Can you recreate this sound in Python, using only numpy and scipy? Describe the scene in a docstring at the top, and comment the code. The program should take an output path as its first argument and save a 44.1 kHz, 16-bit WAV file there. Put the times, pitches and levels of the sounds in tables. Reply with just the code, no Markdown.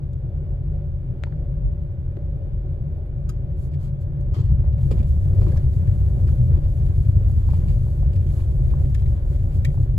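"""Inside a slow car that rolls off smooth asphalt onto cobblestones after about four seconds.
The tyres boom through the body over a low engine hum, the cabin panels drone, single stones bump the floor.
Jolts make the plastic trim click, squeak and rattle, and loose things knock; a few dry snaps sound
close by on the left. Something soft rustles as the car shakes."""
import sys
import numpy as np
from scipy import signal
from scipy.fft import rfft, irfft, next_fast_len
from scipy.io import wavfile
from scipy.ndimage import uniform_filter1d, map_coordinates

SR = 44100
rng = np.random.default_rng(int(sys.argv[2]) if len(sys.argv) > 2 else 0)


def generate_wav(signal):
    """Clip the signal to [-1, 1] and save it as 16-bit WAV at the path in sys.argv[1]."""
    frames = np.transpose(np.atleast_2d(signal))
    scaled = np.clip(frames, -1, 1) * 32767
    pcm = np.round(scaled).astype(np.int16)
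    wavfile.write(sys.argv[1], SR, pcm)


N = 440118

# how much of the road under the tyres is cobbled: time_s, cobble_share
PAVING = [(3.2, 0.03), (4.18, .27), (4.49, 0.94)]
# rough (+) and smooth (-) patches of road: middle_s, length_s, boom_db, drone_db
ROAD_PATCHES = [(0.977, 0.081, -0.5, -2), (1.776, 0.21, 1.5, 0), (3.061, 0.1, -4.5, 0.5),
                (3.736, 0.11, 2, 1.5), (4.506, 0.19, 1.5, -1.5), (4.936, 0.16, 0, 3), (5.453, 0.26, 2, 6.5),
                (6.202, 0.21, 1, 2), (6.529, 0.32, 2, 1), (6.707, 0.13, -4.5, -2), (7.146, 0.25, 1.5, 0.5),
                (7.72, 0.3, 0, 1), (7.94, 0.14, -3, 1), (8.428, 0.22, -2.5, 0), (9.019, 0.21, 2, -1),
                (9.237, 0.13, -5, -1.5), (9.497, 0.1, -6, 1)]

# tone curves, setting colour only: frequency_hz, gain_db
ASPHALT_BOOM_EQ = [(38, -15.5), (55, -16.5), (66, -3), (80, 3), (98, -5.5), (108, -8), (120, -1.5),
                   (134, -1.5), (149, -2), (165, -21), (184, -13), (205, -30), (300, -53), (600, -120)]
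COBBLE_BOOM_EQ = [(32, -30.5), (45, 0.5), (54, -1.5), (65, 5), (80, 0), (98, 5), (108, -13.5), (117, -0.5),
                  (140, -3), (158, -18), (180, -16.5), (215, -32), (300, -45.5), (600, -120)]
PANEL_DRONE_EQ = [(130, -43.5), (210, 0.5), (250, 2), (295, 0.5), (330, 2.5), (372, 5), (420, -4),
                  (515, -5.5), (600, -4), (660, -10.5), (760, -11), (900, -23), (1400, -40), (4000, -120)]
TYRE_HISS_EQ = [(400, -45), (800, -1), (1050, 2), (1300, -2.5), (1700, -3), (2300, -10), (3000, -13),
                (4200, -18), (6000, -28), (15000, -27.5)]
BODY_HEAVE_EQ = [(8, -28), (14, -22.5), (21, -3.5), (33, -1.5), (42, -0.5), (55, -20.5), (120, -120)]
SNAP_EQ = [(150, -19), (380, -6), (580, 5.5), (760, 0), (1080, -9), (1400, 1), (2200, -1.5), (3000, -10.5),
           (3900, -10.5), (5500, -26), (7200, -22.5), (10000, -37.5), (16000, -43.5)]
RUSTLE_EQ = [(700, -29), (2000, -5.5), (4000, 4.5), (5500, 0), (7500, 3), (11500, 4), (13000, -2),
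             (15800, -6.5)]
RUB_EQ = [(400, -5.5), (900, 4.5), (1300, 6.5), (1900, -2.5), (2600, -1), (3400, -6), (4600, -3),
          (6000, -11), (7500, -12), (10000, -16), (16000, -26.5)]
RATTLE_EQ = [(500, -20), (1100, -2.5), (1600, 4), (2300, 1), (3700, -6), (4700, -5.5), (5800, -19.5),
             (7500, -11.5), (10000, -18), (16000, -26)]
STONE_BUMP_EQ = [(300, -13.5), (520, 4), (800, 2), (1100, -8), (1600, -13), (3000, -37)]

# narrow cabin resonances: pitch_hz, width_hz, gain_db
PANEL_MODES = [(547.6, 6.3, 6.5), (573.2, 6, 10), (1510, 120, -0.5), (2350, 260, -1), (3520, 140, -1.5)]
# bright, narrow resonances that colour the clicks and chatter: pitch_hz, width_hz, gain_db
BRIGHT_RING_MODES = [(1290, 260, -2), (2400, 790, 1), (3206, 31, 9.5), (3540, 39, 4), (3840, 66, 2.5),
                     (4630, 80, -0.5), (5020, 40, -0.5), (6540, 410, -6.5), (7100, 60, -1), (7500, 60, -2),
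                     (8000, 310, -12.5), (11100, 1400, -14.5)]

# stereo width of the cabin (1 is mono, -1 or less is opposite phase): frequency_hz, likeness
EAR_LIKENESS = [(25, 1), (60, 0.97), (110, 1), (180, 0.94), (290, 0.98), (600, 0.69), (950, 0.007),
                (1600, -0.27), (2400, 0), (5500, 0), (7300, 0.91), (9200, -1.3), (11200, 1), (13600, -.7),
                (15300, .4)]
# stereo balance: frequency_hz, left_minus_right_db
EAR_BALANCE = [(25, 0), (62, 0.1), (110, 2.5), (250, 0), (370, 1.3), (560, -1.4), (1000, -0.1), (4000, 1.4),
               (12000, -0.5)]
# standing waves put the ears out of step: frequency_hz, left_lead_rad
EAR_PHASE = [(20, -.17), (90, -.43), (180, -.55), (380, -0.23), (570, 0.28), (900, 0.077)]

# plastic trim clicks: start_s, level_db, pitch_hz, contact_s, scrape_over_ring_db
TRIM_CLICKS = [(.133, -78.5, 3670, .0005, 5), (3.289, -57, 1293, .009, -7.5),
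               (3.292, -63.5, 5000, 0.007, -8.5), (3.291, -62.5, 6910, .006, -5.5),
               (3.292, -65, 10600, 0.0055, -4.5), (4.908, -56.5, 1056, 0.008, -2.5),
               (5.0014, -66, 2392, .002, -11.5), (5.517, -64.5, 1690, 0.0034, -11),
               (5.569, -61, 1740, 0.0047, -6.5), (5.571, -67, 5200, .004, -7),
               (5.874, -67, 1780, 0.0033, -7), (8.9448, -55.5, 1790, 0.0065, 2),
               (9.6475, -46, 1940, 0.0049, -3), (9.702, -71.5, 1960, 0.0024, -9.5)]
# dry snaps on the left: start_s, peak_db
DRY_SNAPS = [(1.2374, -16), (1.27, -43), (1.3248, -41), (2.17, -37.5)]
# dull knocks of loose things and deep suspension thuds: start_s, level_db, pitch_hz
JOLT_KNOCKS = [(1.269, -62.5, 900), (1.3242, -69.5, 1470), (1.63, -28, 48.1), (2.171, -48, 365),
               (4.342, -70, 1000), (4.365, -47, 340), (4.39, -48.5, 366), (4.393, -67, 990),
               (4.913, -42.5, 460), (4.914, -43, 251.4), (4.985, -65, 900), (4.999, -38, 199),
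               (5.387, -50.5, 397), (5.419, -46.5, 450), (5.419, -61, 980), (5.467, -59, 1011),
               (5.47, -41, 326), (5.532, -49, 446), (5.562, -62, 950), (6.288, -62.5, 1290),
               (6.512, -51, 442), (6.558, -68, 894), (6.574, -45, 266), (7.21, -52.5, 450),
               (7.49, -56.5, 900), (7.535, -56.5, 880), (8.029, -59.5, 726), (8.394, -69, 950),
               (8.66, -24, 43.2), (8.7376, -57.5, 917), (8.845, -47, 292), (9.314, -47.5, 350),
               (9.776, -61, 770), (9.797, -49, 310)]
# thin, high trim squeaks: middle_s, length_s, level_db
TRIM_SQUEAKS = [(2.925, 0.013, -75.5), (2.973, .025, -78), (3.064, 0.024, -78)]
# brief rubs of something soft: start_s, length_s, attack_share, body_db, hiss_db
SOFT_RUBS = [(3.552, 0.15, 0.65, -73, -59.5), (3.78, 0.13, .5, -57, -61), (3.997, 0.054, .4, -71, -63),
             (4.207, 0.011, .2, -77.5, -60), (4.333, 0.13, 0.09, -49.5, -75),
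             (4.428, 0.13, .15, -63.5, -83.5), (5.382, .3, .11, -59, -75.5), (7.341, 0.66, .2, -62.5, -68),
             (8.273, .2, .3, -63.5, -59)]
# clatter of loose plastic: start_s, decay_s, level_db
PLASTIC_RATTLES = [(3.716, 0.023, -62), (3.735, 0.02, -58), (4.455, .012, -59.5), (4.911, 0.026, -47),
                   (4.987, 0.0097, -54), (5.027, .01, -52), (5.406, 0.015, -53), (5.418, 0.023, -56),
                   (5.476, 0.02, -55), (5.562, .008, -57.5), (5.867, 0.011, -63), (6.272, 0.035, -56.5),
                   (6.64, .025, -61.5), (6.857, .012, -54.5), (7.503, .014, -55.5), (7.536, 0.042, -59),
                   (7.679, 0.044, -55.5), (8.129, 0.014, -54), (8.154, 0.014, -52), (8.392, 0.023, -55.5)]

# pairs: on asphalt, on cobbles
BOOM_DB, DRONE_DB, HISS_DB, HEAVE_DB = (-27, -16.5), (-46.5, -44.5), (-64.5, -61), (-36, -26)
ENGINE_DB, FIRING_HZ = (-31, -28.5), (49.12, 46.98)

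BOOM_FADE_DB_PER_S = 0.18  # the boom eases as the car rolls on over the cobbles
HISS_FOLLOWS = 0.37  # share of the drone's swells that the tyre hiss takes on
CLICK_WIDTH, KNOCK_WIDTH = 0.1, 0.36  # resonance width over pitch
SLIP_GRAIN, CRACK_DB, SCRAPE_TOP_HZ = 0.35, -14.5, 9800
BUZZ_HZ, BUZZ_DB, BUZZ_T60_S = 4500, -56, 0.55
SCATTER_DB, SCATTER_T60_S = -23.5, 0.068
SQUEAK_HZ, SQUEAK_SAG_HZ_PER_S = 11700, 4200
RUSTLE_START_S, RUSTLE_RISE_S, RUSTLE_DB, STILL_DB = 4.72, 0.092, -65, -88
PAUSES_S, PAUSE_LENGTH_S, PAUSE_DB = [6.58, 8.088, 9.209, 9.9], 0.12, -7  # dips in the rustle
RATTLE_ATTACK_S, BUMP_DB, CHATTER_DB = 0.003, -65, -68
TOP_HZ = 15800


def amp(db):
    """Decibels to gain."""
    return 10 ** (np.asarray(db) / 20)


def unit(x):
    """Scale to rms 1."""
    return x / np.sqrt(np.mean(x ** 2) + 1e-20)


def along(curve, hz):
    """Read a curve on a log frequency axis."""
    freqs, values = np.transpose(curve)
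    return np.interp(np.log(hz + 1), np.log(freqs + 1), values)


def wobble(rate):
    """A smooth random curve, rate knots a second."""
    return map_coordinates(rng.standard_normal(int(N * rate / SR) + 4), [np.arange(N) * rate / SR])


def swell(middle, length):
    """A smooth hump of height 1, length seconds wide at half height."""
    u = np.minimum(np.abs(np.arange(N) / SR - middle) / length, 1)
    return 1 - u * u * (3 - 2 * u)


def noise():
    """Two unrelated white noises."""
    return rng.standard_normal((2, N))


def blows(rate, scatter_db):
    """Two trains of uneven random impulses, each about rate a second. Rms 1."""
    hit = rng.random((2, N)) < rate / SR
    return unit(hit * np.sign(noise()) * amp(scatter_db * rng.uniform(-1.1, 1, (2, N))))


def filtered(x, response):
    """Filter x by a complex function of frequency."""
    n = x.shape[-1]
    padded = next_fast_len(n + SR // 4)
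    return irfft(rfft(x, padded) * response(np.fft.rfftfreq(padded, 1 / SR)), padded)[..., :n]


def ringing(modes, f):
    """Response of a bank of resonators at frequencies f."""
    return sum(amp(db) * 1j * f * width / (hz * hz - f * f + 1j * f * width) for hz, width, db in modes)


def steadied(x, span_s):
    """Even out swells slower than span_s. Rms 1."""
    power = uniform_filter1d(np.mean(x ** 2, axis=0), max(int(span_s * SR), 2))
    return unit(x / np.sqrt(np.abs(power) + 1e-6))


def add(track, start, sound):
    """Mix a sound into the track at start seconds."""
    part = track[:, round(start * SR):][:, :sound.shape[-1]]
    part += sound[..., :part.shape[-1]]


def cabin(drive, eq):
    """Colour two drives and spread them: bass near mono, the highs mostly wide. Rms 1."""
    def mid_side(hz):
        angle = np.arccos(np.clip(along(EAR_LIKENESS, hz), -1, 1)) / 2
        return amp(along(eq, hz)) * [np.cos(angle), np.sin(angle)]

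    def ears(hz):
        split = np.array([[.5], [-.5]])
        return amp(split * along(EAR_BALANCE, hz)) * np.exp(1j * split * along(EAR_PHASE, hz))

    mid, side = filtered(drive, mid_side)
    return unit(filtered(np.array([mid + side, mid - side]), ears))


def reflected(x, t60_s, wet_db):
    """Glass and dashboard add a short dense echo that ripples the spectrum. Rms 1."""
    t = np.arange(SR // 8) / SR
    tail = rng.standard_normal(len(t)) * amp(-60 * t / t60_s)
    echo = signal.fftconvolve(x, tail[None] / np.linalg.norm(tail), axes=1)[:, :N]
    return unit(x + amp(wet_db) * echo)


def cobbled(lag_s=0):
    """Share of cobbles under the tyres at each sample, lag_s ago."""
    return np.clip(np.interp(np.arange(N) / SR - lag_s, *np.transpose(PAVING)), 0, 1)


def on_road(pair, lag_s=0):
    """Glide from the asphalt value to the cobble value as the paving changes."""
    return pair[0] + (pair[1] - pair[0]) * cobbled(lag_s)


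def tyre_levels():
    """The paving sets boom and drone (dB); rough patches lift them and smooth ones let them sink."""
    on_cobbles_s = np.maximum(np.arange(N) / SR - PAVING[-1][0], 0)
    boom_db = on_road(BOOM_DB) - BOOM_FADE_DB_PER_S * on_cobbles_s + 0.57 * wobble(6.5)
    drone_db = on_road(DRONE_DB) + 1.2 * wobble(7.8)
    for middle, length, more_boom_db, more_drone_db in ROAD_PATCHES:
        patch = swell(middle, length)
        boom_db += more_boom_db * patch
        drone_db += more_drone_db * patch
    return boom_db, drone_db


def tyres():
    """Asphalt gives a smooth roar, cobbles a hail of blows; both shake the body and its panels."""
    boom_db, drone_db = tyre_levels()
    cobbles = cobbled()
    stones = blows(rate=270, scatter_db=4)
    boom = np.sqrt(1 - cobbles) * cabin(noise(), ASPHALT_BOOM_EQ)
    boom += np.sqrt(cobbles) * cabin(stones, COBBLE_BOOM_EQ)
    panels = filtered(noise(), lambda hz: ringing(PANEL_MODES, hz)) * amp(2.5)
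    drone = cabin(noise() + 0.85 * cobbles * stones + panels, PANEL_DRONE_EQ)
    grit = reflected(noise() + 0.19 * cobbles * blows(rate=80, scatter_db=4), t60_s=0.091, wet_db=-4.5)
    hiss = cabin(grit + (1 - 0.26 * cobbles) * panels, TYRE_HISS_EQ)
    hiss_db = on_road(HISS_DB) + HISS_FOLLOWS * (drone_db - on_road(DRONE_DB))
    hiss_db += 2.2 * cobbles * wobble(21)
    return (amp(boom_db) * steadied(boom, span_s=0.14)
            + amp(drone_db) * steadied(drone, span_s=0.13)
            + amp(hiss_db) * hiss)


def body_heave():
    """The body heaves on its springs and pumps the cabin air, harder once the cobbles set it rocking."""
    level_db = on_road(HEAVE_DB, lag_s=0.57) + 1.5 * wobble(4.4)
    return amp(level_db) * steadied(cabin(noise(), BODY_HEAVE_EQ), span_s=0.27)


def engine():
    """A low, wavering firing hum with uneven strokes; its pitch sags a little on the cobbles."""
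    firing_hz = on_road(FIRING_HZ) * (1 + 0.04956 * wobble(7))
    phase = 2 * np.pi * np.cumsum(firing_hz) / SR
    hum = sum(amp(db) * np.sin(harmonic * phase) * (1 + 0.35 * wobble(22))
              for harmonic, db in enumerate([0, -12, -12], 1))
    return amp(on_road(ENGINE_DB) + 2.1 * wobble(4.3)) * unit(hum) * amp([[.5], [-.5]])


def trim_clicks():
    """Plastic parts slip jerkily for a few ms, ring on two close modes and echo briefly in the cabin."""
    def scrape_tone(f):
        low_cut = f ** 2 / (f ** 2 + 900 ** 2)
        high_cut = 1 / np.sqrt(1 + (f / SCRAPE_TOP_HZ) ** 4)
        return (ringing(BRIGHT_RING_MODES, f) + amp(CRACK_DB)) * low_cut * high_cut

    out, t = np.zeros((2, N)), np.arange(SR // 6) / SR
    for start, db, hz, contact, scrape_db in TRIM_CLICKS:
        jerks = np.exp(SLIP_GRAIN * rng.standard_normal(len(t)))
        push = t / contact * np.exp(1 - 2 * t / contact)
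        tail = amp(-17 - 60 * t / (25 * contact))
        slip = unit(jerks * rng.standard_normal((2, len(t)))) * (push + tail)
        lower, upper = (hz, CLICK_WIDTH * hz, 0), (1.17 * hz, 2 * CLICK_WIDTH * hz, -3)
        ring = filtered(slip[0], lambda f: ringing([lower], f) ** 2 + ringing([upper], f) ** 2)
        wide_ring = unit(np.array([ring, signal.hilbert(ring).imag]))  # reaches the ears out of step
        scrape = unit(filtered(slip, scrape_tone))
        add(out, start, amp(db) * unit(wide_ring + amp(scrape_db) * scrape))
    return out


def snaps():
    """Sharp, nearly dry snaps with a short hollow body; the snapped part buzzes on faintly."""
    out, n = np.zeros((2, N)), SR // 6
    index = np.arange(n)
    t = index / SR
    # a minimum-phase pulse packs the whole tone curve into the attack
    cepstrum = irfft(np.log(amp(along(SNAP_EQ, np.fft.rfftfreq(n, 1 / SR)))), n)
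    causal = (1 + np.sign(n / 2 - index)) * (index > 0)
    pulse = irfft(np.exp(rfft(cepstrum * causal)), n)
    pulse /= np.abs(pulse).max()
    for start, db in DRY_SNAPS:
        tail = rng.standard_normal((2, n)) * amp(-44 - 60 * t / 0.11)
        echo = signal.fftconvolve(tail, pulse[None], axes=1)[:, :n]
        buzz = unit(filtered(rng.standard_normal((2, n)), lambda f: ringing([(BUZZ_HZ, 200, 0)], f)))
        buzz *= amp(BUZZ_DB - 60 * t / BUZZ_T60_S)
        add(out, start, amp(db) * (pulse * amp([[0], [-13]]) + buzz + echo))
    return out


def knocks():
    """Loose things and the suspension bump on jolts: a blow and a short scatter in a broad resonance."""
    out, t = np.zeros((2, N)), np.arange(SR // 6) / SR
    for start, db, hz in JOLT_KNOCKS:
        strike = rng.standard_normal((2, len(t))) * amp(SCATTER_DB - 60 * t / SCATTER_T60_S)
        strike[:, 0] += 1  # the blow itself
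        knock = filtered(strike, lambda f: ringing([(hz, KNOCK_WIDTH * hz, 0)], f) ** 2)
        add(out, start, amp(db) * unit(knock))
    return out


def trim_squeaks():
    """Tight plastic parts whistle briefly as the body twists; the pitch sinks as they settle."""
    first_s = TRIM_SQUEAKS[0][0]
    last_s, last_length, _ = TRIM_SQUEAKS[-1]
    settling_s = np.clip(np.arange(N) / SR, first_s, last_s + last_length) - first_s
    hz = (SQUEAK_HZ - SQUEAK_SAG_HZ_PER_S * settling_s) * (1 + 0.012 * wobble(400))
    envelope = sum(amp(db) * swell(middle, length) for middle, length, db in TRIM_SQUEAKS)
    return envelope * unit(np.sin(2 * np.pi * np.cumsum(hz) / SR))


def rustle():
    """Soft material shifts with the shaking: a faint hiss with short pauses, and a few firmer rubs."""
    t = np.arange(N) / SR
    shaken_db = np.interp(t, [RUSTLE_START_S, RUSTLE_START_S + RUSTLE_RISE_S], [STILL_DB, RUSTLE_DB])
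    pauses = sum(swell(middle, PAUSE_LENGTH_S) for middle in PAUSES_S)
    shifting = amp(shaken_db + PAUSE_DB * pauses + 1.6 * wobble(23))
    firm, crisp = np.zeros(N), np.zeros(N)
    for start, length, attack, body_db, hiss_db in SOFT_RUBS:
        progress = np.clip((t - start) / length, 0, 1)
        stroke = np.minimum(progress / attack, 1) * (1 - progress ** 2)  # grips, then lets go
        firm += amp(body_db) * stroke
        crisp += amp(hiss_db) * stroke
    fibres = reflected(noise() + 0.5 * blows(rate=470, scatter_db=4), t60_s=0.065, wet_db=-8.5)
    slips = reflected(noise() + 0.7 * blows(rate=750, scatter_db=7.5), t60_s=0.014, wet_db=-3)
    slips *= amp(2 * wobble(190))  # a firm rub catches and slips
    return np.hypot(shifting, crisp) * cabin(fibres, RUSTLE_EQ) + firm * cabin(slips, RUB_EQ)


def rattles():
    """Loose plastic clatters on a jolt: a dry burst of tiny contacts with a fast attack."""
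    t, envelope = np.arange(N) / SR, np.zeros(N)
    for start, decay, db in PLASTIC_RATTLES:
        age = np.maximum(t - start, 0)
        envelope += amp(db) * np.minimum(age / RATTLE_ATTACK_S, 1) * np.exp(-(age / decay) ** 2)
    contacts = reflected(blows(rate=470, scatter_db=1.5) + 0.55 * noise(), t60_s=0.02, wet_db=-5)
    return envelope * cabin(contacts, RATTLE_EQ)


def stone_bumps():
    """Single raised cobbles knock dully through the floor."""
    hits = reflected(blows(rate=6.1, scatter_db=5.5), t60_s=0.047, wet_db=-4)
    return amp(BUMP_DB) * cobbled() * cabin(hits, STONE_BUMP_EQ)


def trim_chatter():
    """On the cobbles the trim trembles in fits: bursts of tiny slips with a bright, ringing colour."""
    t = np.arange(SR // 16) / SR
    contacts = np.abs(blows(rate=26, scatter_db=2)).sum(axis=0)
    pressure = signal.fftconvolve(contacts, t * np.exp(-t / 0.0018))[:N]
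    slips = unit(pressure * noise()) + 0.49 * noise()
    fits = amp(2.8 * wobble(17))
    modes = [*BRIGHT_RING_MODES, (1850, 730, 0)]
    ring = filtered(slips * fits, lambda f: ringing(modes, f) / (1 + 1j * f / 4200))
    return amp(CHATTER_DB) * cobbled(lag_s=0.33) ** 2 * unit(ring)


def scene():
    """The mix from the front seat: a bed of road and engine under the small cabin sounds."""
    bed = tyres() + stone_bumps() + body_heave() + engine()
    return bed + rustle() + trim_chatter() + rattles() + trim_clicks() + trim_squeaks() + snaps() + knocks()


def record(dry):
    """A brick-wall high cut at TOP_HZ."""
    return filtered(dry, lambda hz: hz < TOP_HZ)


dry = scene()
out = record(dry)
generate_wav(out)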